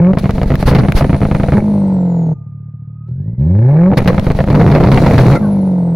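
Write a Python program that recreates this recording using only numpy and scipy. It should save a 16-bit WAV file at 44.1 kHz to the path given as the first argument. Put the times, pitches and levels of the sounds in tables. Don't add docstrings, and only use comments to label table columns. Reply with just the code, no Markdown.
import sys
import numpy as np
from scipy import signal
from scipy.fft import rfft, irfft, next_fast_len
from scipy.io import wavfile
from scipy.ndimage import uniform_filter1d

SR = 44100
rng = np.random.default_rng(int(sys.argv[2]) if len(sys.argv) > 2 else 0)


def transcribe(signal):
    frames = np.atleast_2d(signal).T
    limited = np.clip(frames, -1, 1)
    pcm = np.round(limited * 32767).astype(np.int16)
    wavfile.write(sys.argv[1], SR, pcm)


N = 262684
TIME = np.arange(N) / SR
FFT_SIZE = next_fast_len(N + SR // 2, True)
FREQ = np.fft.rfftfreq(FFT_SIZE, 1 / SR) + 1e-3
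TOP_HZ = 16000
LIMIT_HZ = 198.84

# [t/s, firing rate f/Hz]
SPEED = [(0, 166), (.09, 188), (.125, 196), (1.53, 200), (1.6, 211), (1.7, 206), (2.335, 156),
         (2.342, 36.07), (3.05, 37.34), (3.165, 45), (3.385, 64.3), (3.468, 81.6), (3.58, 106.2),
         (3.794, 166.5), (3.9, 196), (4.48, 200), (5.41, 208), (5.96, 164)]
CYLINDER_DB = [2.5, -0.5, -1, 0.5]
# [f/Hz, level/dB per Hz]
BOOM = [(25, -16), (50, -6.5), (80, 8), (125, 14.5), (170, 10.5), (215, 2.5), (270, -7), (450, -49)]
# [f/Hz, level/dB per Hz]
RASP_LOADED = [(280, -11), (375, 3.5), (460, -8), (560, 3), (700, -14), (850, -4), (1050, -14.5),
               (1250, -25), (1750, -12.5), (2000, -19), (2270, -13.5), (2700, -44), (3600, -28.5)]
# [f/Hz, level/dB per Hz]
RASP_COASTING = [(265, 8), (400, 1.5), (480, 5), (560, 1.5), (680, 3.5), (770, -7), (870, -0.5),
                 (1100, -15.5), (1280, -17), (1450, -16), (1720, -28.5), (2050, -16.5), (2500, -46.5)]
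# [f/Hz, level/dB per Hz]
GAS = [(2200, -1.5), (3200, -6), (4100, 0), (5000, -7), (6000, -3), (8000, -6.5), (10300, -9),
       (12500, -15.5), (16000, -13)]


def engine(pulse_top_hz=600, idle_top_hz=380, jitter_s=.0001, uneven_db=2.4, hiss_flutter=0.3,
           idle_hz=125, idle_width_hz=45, load_flutter=.7, turbulence=3.23):
    hz, = curves(SPEED)
    boom_db, rasp_db, hiss_db, inequality, roughness = effort(hz)
    cycles = np.cumsum(hz) / SR
    k = np.arange(int(cycles[-1]) + 1)
    chance = rng.standard_normal((len(k), 2)) * np.interp(k, cycles, roughness)[:, None]
    times = np.interp(k, cycles, TIME) + jitter_s * chance[:, 0]
    lumpy = np.interp(times, TIME, inequality)
    sizes = undb(lumpy * np.resize(CYLINDER_DB, len(k)) + uneven_db * chance[:, 1])
    train = pulses(times, sizes / np.sqrt(np.interp(times, TIME, hz)))

    boom = filtered(train, colour(BOOM))
    idling = np.interp(hz, [40, 65], [1, 0])
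    ring = filtered(boom, 1 / (1 + 1j * (FREQ ** 2 - idle_hz ** 2) / (FREQ * idle_width_hz)))
    boom = steady(idling * ring + (1 - idling) * boom)

    climbing = np.gradient(hz) * SR > 20
    load = np.clip(uniform_filter1d(climbing, SR // 20, output=float), 0, 1)
    puff = np.exp(-(cycles % 1) / .5) * sizes[cycles.astype(int)] ** 2
    pulse = in_pipe(filtered(train, lowpass(pulse_top_hz)))
    rattle = in_pipe(np.sqrt(puff) * clatter(cycles))
    pulse_share = .25 + .5 * load
    rough = 2 * (pulse_share * pulse + (1 - pulse_share) * rattle)
    rough = rough + turbulence * roughness * in_pipe(puff * noise())
    rasp = load * filtered(rough, colour(RASP_LOADED)) + (1 - load) * filtered(rough, colour(RASP_COASTING))
    slow = np.interp(hz, [40, 130], [.8, 0])
    rasp = steady((1 - slow) * rasp + slow * filtered(rasp, np.abs(lowpass(idle_top_hz))))

    flow = 1 + (hiss_flutter + load_flutter * load) * puff
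    hiss = steady(filtered(flow * noise(), colour(GAS)))
    hiss = hiss * undb(2 * roughness * (waver(hz=250) - .25))
    return undb(boom_db) * boom + undb(rasp_db) * rasp + undb(hiss_db) * hiss + growl(hz, load, puff)


STATES = { "full throttle": (-3.5, -9, -37, 14.5, 6, 0.7),
          "first misfires": (-9.5, -9.5, -39.5, 11.5, 3, 2.9),
          "limiter bites": (-23, -21.5, -34.5, 16.5, -5, 2), "spark cut": (-18, -21.5, -26.5, 17, 3.5, 2),
          "catching": (-4, -9, -26.5, 15.5, 7, 0.2), "barrage": (-18.5, -10, -24.5, 22, 9.5, 1.3),
          "hot barrage": (-16.5, -9, -17.5, 15.5, -3.5, 2), "throttle shut": (-22, -22, -33.5, 17, 23, 2),
          "coasting": (-10.5, -18.5, -34.5, 13, 29, 1.19), "idle": (-16.5, -19, -44, 15.5, 20, 1),
          "throttle cracks open": (-12, 0.5, -35.5, 18, 7, 2),
          "light throttle": (-10, -13, -49, 15, 4.5, 2.1), }
# [from t/s, state]
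DRIVE = [(0, "full throttle"), (0.126, "limiter bites"), (.19, "spark cut"), (1.546, "catching"),
         (1.597, "throttle shut"), (1.626, "coasting"), (2.336, "idle"), (3.07, "throttle cracks open"),
         (3.1, "light throttle"), (3.345, "throttle shut"), (3.379, "full throttle"),
         (3.906, "first misfires"), (3.942, "limiter bites"), (3.973, "spark cut"), (4.499, "barrage"),
         (4.912, "hot barrage"), (5.375, "throttle shut"), (5.405, "coasting")]
CLEAN_STATES = ("full throttle", "coasting", "light throttle")
CLEAN_ROUGHNESS = .35
BOOM_DB_PER_OCTAVE = 4.5
CHANGE_S = 0.016


def effort(hz):
    starts = [s for s, _ in DRIVE]
    now = np.maximum(np.searchsorted(starts, TIME, side="right") - 1, 0)
    settings = np.array([STATES[state] for _, state in DRIVE])
    boom, rasp, hiss, rasp_slope, hiss_slope, lumpy = settings[now].T
    roughness = np.array([CLEAN_ROUGHNESS if state in CLEAN_STATES else 1 for _, state in DRIVE])[now]
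    octaves = np.log2(hz / LIMIT_HZ)
    boom = boom + BOOM_DB_PER_OCTAVE * octaves
    rasp = rasp + rasp_slope * octaves
    hiss = hiss + hiss_slope * octaves
    controls = np.array([boom, rasp, hiss, lumpy, roughness])
    return uniform_filter1d(controls, int(CHANGE_S * SR) + 1)


def in_pipe(x):
    return steady(filtered(x, lowpass(2000)))


def clatter(cycles):
    orders = np.exp(2j * np.pi * rng.random(200))
    pattern = irfft(np.append(0, orders), 8192)
    places = np.arange(len(pattern)) / len(pattern)
    return steady(np.interp(cycles / len(CYLINDER_DB), places, pattern, period=1))


# [f/Hz, width f/Hz, level/dB]
GROWL = [(1770, 260, -5), (2210, 130, 1)]
GROWL_DB, GROWL_DB_PER_OCTAVE = -23.5, 18


def growl(hz, load, puff):
    ring = steady(filtered(puff ** 2 * noise(), resonances(GROWL) * lowpass(2400) ** 2))
    level = undb(GROWL_DB + GROWL_DB_PER_OCTAVE * np.log2(hz / LIMIT_HZ))
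    return load * level * np.interp(hz, [60, 72], [0, 1]) * ring


# [f/Hz, width f/Hz, level/dB]
PIPE = [(85.7, 27, -1), (145.4, 58.3, 5.5), (246.7, 22, -3.5), (497, 130, -8), (649.4, 50, -6.5),
        (854, 160, -28.5), (1240, 77, -14.5), (2060, 76, -34.5), (2820, 260, -31.5)]
# [t/s, thud level/dB, roar level/dB]
EXPLOSIONS = [(.677, 4.5, 7.5), (.749, 9.5, 11.5), (.786, 15.5, 3), (3.971, 2, 12), (4.075, -0.5, 14.5),
              (4.502, 1, -2.5), (4.55, 7.5, 4.5), (4.595, 7.5, -0.5), (4.613, 7, -8), (4.665, 5, -5.5),
              (4.678, 3, -3.5), (4.715, 9, 1.5), (4.749, 6, 2.5), (4.801, 8, -1), (4.837, 6, 4.5),
              (4.872, 3, -3), (4.917, 7.5, 11), (4.946, 5, -7), (4.975, 4, 1.5), (5.038, 5.5, -2),
              (5.063, 3, 6), (5.111, 3.5, -1.5), (5.144, 3, -7), (5.181, 8, 6), (5.203, 9.5, 0),
              (5.265, 9.5, -5), (5.283, 6, -7.5), (5.32, 3, -3.5)]
# [f/Hz, level/dB per Hz]
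ROAR = [(70, -6.5), (150, 9), (330, -4.5), (500, 5.5), (700, -4.5), (850, -3), (1400, -16), (2100, -10),
        (3000, -20), (4400, -23), (8000, -35.5), (16000, -39.5)]


def bangs(thud_db=6, roar_db=-1, bark_db=-11, roar_s=0.011, heave_hz=135, heave_width_hz=45, heave_db=3,
          bark_s=0.0077, bark_top_hz=3600, blast_front_hz=1500):
    explosions = list(EXPLOSIONS) + barrage()
    firings, blasts = blows(stutters()), blows(explosions)
    blasts = filtered(blasts, lowpass(blast_front_hz))
    thuds = undb(thud_db) * filtered(firings + blasts, resonances(PIPE))
    thuds = thuds + undb(heave_db) * filtered(blasts, resonances([(heave_hz, heave_width_hz, 0)]))
    thuds = signal.sosfilt(signal.butter(4, 3000, fs=SR, output="sos"), thuds)

    pockets = undb(3.5 * waver(hz=220))
    burn = pockets * filtered(noise(apart_hz=3400), colour(ROAR))
    roars = dying(blows([(s, db) for s, _, db in explosions]), roar_s) * ragged(burn)
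    barks = filtered(dying(firings, bark_s) * burn, lowpass(bark_top_hz))
    return thuds + undb(roar_db) * roars + undb(bark_db) * barks


PATTERNS = {"one": [0], "quick two": [0, 3], "slow two": [0, 7], "quick-slow": [0, 3, 7], "slow-quick": [0,
            7, 10]}
# [t/s, level/dB, pattern]
STUTTER_ROWS = [(0.1339, -0.5, "one"), (.171, 7.5, "one"), (.242, 2.5, "quick two"), (0.293, 8, "one"),
                (.381, 4, "slow-quick"), (.504, 6.5, "quick-slow"), (.627, 6.5, "one"),
                (.712, 8.5, "quick two"), (0.835, 3.5, "quick two"), (0.885, 12.5, "one"),
                (1.009, 9, "quick-slow"), (1.095, 8, "slow-quick"), (1.217, 6, "quick-slow"),
                (1.3136, 10.5, "slow two"), (1.399, 6.5, "slow two"), (1.486, 7, "slow-quick"),
                (3.916, -2.5, "one"), (3.934, 2.5, "one"), (4.004, -2.5, "quick two"), (4.059, 4, "one"),
                (4.13, 0.5, "quick two"), (4.18, 13, "one"), (4.267, 10.5, "slow two"),
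                (4.389, 7, "quick two"), (4.441, -2, "slow two"), (4.486, -0.5, "one")]


def stutters():
    return [(s + slot / LIMIT_HZ, db) for s, db, pattern in STUTTER_ROWS for slot in PATTERNS[pattern]]


BARRAGE_S = (4.51, 5.335)
BARRAGE_GAP = (3, 7)
BARRAGE_DB, BARRAGE_SWELL_DB_PER_S, BARRAGE_SCATTER_DB, BARRAGE_ROAR_DB = -0.5, 4, 1.5, -12


def barrage():
    start, end = BARRAGE_S
    gaps = rng.integers(BARRAGE_GAP[0], BARRAGE_GAP[1] + 1, size=100)
    age = np.cumsum(gaps) / LIMIT_HZ
    spread = BARRAGE_SCATTER_DB * rng.standard_normal(len(age))
    thud_db = BARRAGE_DB + BARRAGE_SWELL_DB_PER_S * age + spread
    return [(start + a, db, db + BARRAGE_ROAR_DB) for a, db in zip(age, thud_db) if start + a < end]


ROAR_BANDS_HZ = [480, 850, 1400, 2250, 4300]


def ragged(x, spread_db=4, rate_hz=35):
    bands = (filtered(x, 1 / (1 + 2j * (FREQ / hz - hz / FREQ))) for hz in ROAR_BANDS_HZ)
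    return x + sum((undb(spread_db * waver(hz=rate_hz)) - 1) * band for band in bands)


# [t/s, level/dB, length t/s]
FLARES = [(.181, -15, 0.015), (3.971, -4, 0.012), (4.074, -12, 0.011)]
# [f/Hz, level/dB per Hz]
FLAME = [(500, 0.5), (1500, -3), (3000, -3.5), (4500, -1.5), (7000, -8.5), (10000, -7), (16000, -15.5)]
# [snap t/s, snap level/dB, whump level/dB, flame level/dB]
BACKFIRES = [(0.186, -12, -10.5, -31), (0.3082, -10, -4, -27), (0.4316, -13.5, 0.5, -25.5),
             (0.5552, -5.5, -6, -17), (0.6268, -9, 5, -6.5), (.921, -1.5, 8, -6), (4.196, -8.5, -11, -23.5),
             (4.318, -11.5, -4, -22.5), (4.441, -19, -7.5, -30)]
IGNITION_S, JET_S = .0285, 0.036


def flames(whump_hz=38, whump_width_hz=55, soft_hz=260, snap_hz=2000, snap_width_hz=3200,
           whump_db=1, snap_db=11.0):
    jets = list(FLARES) + [(s + IGNITION_S, db, JET_S) for s, _, _, db in BACKFIRES]
    jet = sum(undb(db) * swell(s, length) for s, db, length in jets)
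    pushes = blows([(s + IGNITION_S, db) for s, _, db, _ in BACKFIRES])
    heave = resonances([(whump_hz, whump_width_hz, 0)])
    whumps = filtered(pushes, heave / (1 + 1j * FREQ / soft_hz) ** 2)
    spark = dying(blows(BACKFIRES), .0016) * noise(apart_hz=3000)
    mouth = resonances([(snap_hz, snap_width_hz, 0)])
    snaps = filtered(spark, mouth / np.abs(mouth).max())
    return jet * filtered(noise(), colour(FLAME)) + undb(whump_db) * whumps + undb(snap_db) * snaps


def hush(depth_db=-4):
    stalled = sum((TIME > s) * (TIME < s + IGNITION_S) for s, *_ in BACKFIRES)
    return undb(depth_db * uniform_filter1d(1. * stalled, size=SR // 100))


# [t/s, lower note f/Hz at the start, upper note f/Hz at the start, level/dB, length t/s]
CHIRPS = [(1.553, 646, 835, -16.5, 0.035), (5.346, 1396, 2120, -9, .022), (5.419, 1138, 1570, -22, .04)]


def chirps(upper_db=-3, sag_per_s=.8):
    out = 0
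    for s, lower, upper, db, length in CHIRPS:
        sag = np.exp(-sag_per_s * np.maximum(TIME - s, 0))
        turns = 2 * np.pi * np.cumsum(sag * (1 + .035 * waver(hz=300))) / SR
        notes = np.sin(lower * turns) + undb(upper_db) * np.sin(upper * turns)
        out = out + undb(db) * swell(s, length) * notes
    return out


# [t/s, f/Hz, level/dB]
TURBO = [
    [(.6, 9000, -61), (.85, 9750, -38.5), (1.1, 9620, -38.5), (1.5, 9170, -38), (1.68, 9300, -41),
     (1.9, 8000, -42), (2.12, 7050, -36.5), (2.335, 6500, -52)],
    [(2.34, 1215, -55), (2.65, 1213, -62), (3.05, 1250, -51.5), (3.12, 1380, -68), (3.2, 1620, -62.5),
     (3.3, 2000, -63), (3.38, 2050, -62)],
    [(4.8, 10260, -51.5), (5.35, 11300, -41), (5.52, 10550, -40.5), (5.75, 9000, -43.5),
     (5.96, 7750, -43.5)],
]


def turbo(flutter_db=5.5, throb_db=3.5, octave_db=-22):
    hz, db = curves([row for whistle in TURBO for row in whistle])
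    heard = sum((TIME >= whistle[0][0]) * (TIME < whistle[-1][0]) for whistle in TURBO)
    fade = uniform_filter1d(np.minimum(heard, 1.), size=SR // 100)
    throb = np.sin(np.pi * np.cumsum(curves(SPEED)[0]) / SR)
    speed = hz / hz.max()
    wander = .026 * np.maximum(speed, .25) ** 2
    phase = 2 * np.pi * np.cumsum(hz * (1 + wander * waver(hz=298))) / SR
    tone = np.sin(phase) + undb(octave_db) * (2 * hz < TOP_HZ) * np.sin(2 * phase)
    level = undb(db + throb_db * throb + flutter_db * speed * waver(hz=45))
    note = np.sqrt(2) * fade * level * tone
    return scatter(note, decay_s=.015, db=-3)


def roadside(car):
    return scatter(car, decay_s=0.15, db=-24.5, apart_hz=200)


# [f/Hz, level/dB per Hz]
NIGHT = [(25, -68.5), (400, -95), (1200, -89.5), (16000, -124)]


def night_air():
    return undb(-57.5) * filtered(noise(), colour(NIGHT))


def undb(db):
    return 10 ** (np.asarray(db) / 20)


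def curves(rows):
    s, *columns = np.transpose(sorted(map(tuple, rows)))
    return [np.interp(TIME, s, c) for c in columns]


def filtered(x, response):
    return irfft(rfft(x, FFT_SIZE) * response, FFT_SIZE)[..., :N]


def colour(points):
    hz, db = np.transpose(points)
    below = np.clip(FREQ / hz[0], 1e-2, 1) ** 2
    above = np.minimum(hz[-1] / FREQ, 1) ** 4
    gain = undb(np.interp(np.log(FREQ), np.log(hz), db)) * below * above
    cepstrum = irfft(np.log(gain / np.sqrt(np.mean(gain ** 2))))
    return np.exp(rfft(2 * cepstrum[:len(cepstrum) // 2], len(cepstrum)) - cepstrum[0])


def resonances(modes):
    response = sum(undb(db) / (1 + 1j * (FREQ ** 2 - hz ** 2) / (FREQ * width)) for hz, width, db in modes)
    return response / np.abs(irfft(response)).max()


def lowpass(hz):
    return 1 / (1 + 1j * np.sqrt(2) * FREQ / hz - (FREQ / hz) ** 2)


def noise(apart_hz=3500):
    mid, side = rng.standard_normal((2, N))
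    side = filtered(side, FREQ / (FREQ + apart_hz))
    return np.array([mid + side, mid - side])


def pulses(times, sizes):
    whole, part = np.divmod(np.clip(times * SR, 0, N), 1)
    whole = whole.astype(int)
    early = np.bincount(whole, sizes * (1 - part), N + 2)
    late = np.bincount(whole + 1, sizes * part, N + 2)
    return early[:N] + late[:N]


def blows(rows):
    s, db = np.transpose(rows)[:2]
    return pulses(s + rng.uniform(-.0005, .0005, len(s)), undb(db))


def dying(x, decay_s):
    return signal.lfilter([1], [1, -np.exp(-1 / (decay_s * SR))], x)


def swell(start, length):
    age = np.maximum(TIME - start, 0) / length
    return 2 * age * np.exp(-age ** 2)


def steady(x):
    size = SR // 18
    power = np.mean(np.atleast_2d(x) ** 2, axis=0)
    smooth = uniform_filter1d(uniform_filter1d(power, size), size)
    return x / np.sqrt(np.abs(smooth) + 1e-14)


def waver(hz):
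    return steady(filtered(rng.standard_normal(N), 1 / (1 + 1j * FREQ / hz) ** 2))


def scatter(x, decay_s, db, apart_hz=2500):
    tail = noise(apart_hz) * np.exp(-TIME / decay_s) * np.sqrt(2 / (decay_s * SR))
    return x + undb(db) * signal.fftconvolve(np.atleast_2d(x), tail, axes=1)[:, :N]


def scene():
    car = hush() * engine() + bangs() + flames() + chirps() + turbo()
    return roadside(car) + night_air()


def flatten(x, top, knee=8):
    return x / (1 + np.abs(x / top) ** knee) ** (1 / knee)


def unity_in_bass(response):
    return response / np.interp(150, FREQ, np.abs(response))


# [f/Hz, level/dB]
BASS_TILT = [(12, 11), (2200, 1.5), (20000, -3.5)]
# [f/Hz, level/dB]
MICROPHONE = [(5, 5), (2200, -4), (3200, -7.5), (4400, -7.5), (8000, -18), (10300, -10.5), (16000, -12)]


def record(dry, ceiling=.71, port_lag_s=.000008, split_hz=3000, treble_ceiling_db=-12):
    heard = filtered(dry, unity_in_bass(colour(BASS_TILT)))
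    below = 1 / (1 + (FREQ / split_hz) ** 4)
    body = filtered(heard, below)
    treble = heard - body
    flat = filtered(flatten(body, ceiling), below) + flatten(treble, undb(treble_ceiling_db))
    ports = np.exp(-2j * np.pi * FREQ * np.array([[port_lag_s], [0]]))
    out = filtered(flat, ports * unity_in_bass(colour(MICROPHONE)))
    return signal.sosfilt(signal.ellip(8, .2, 70, TOP_HZ, fs=SR, output="sos"), out)


dry = scene()
out = record(dry)
transcribe(out)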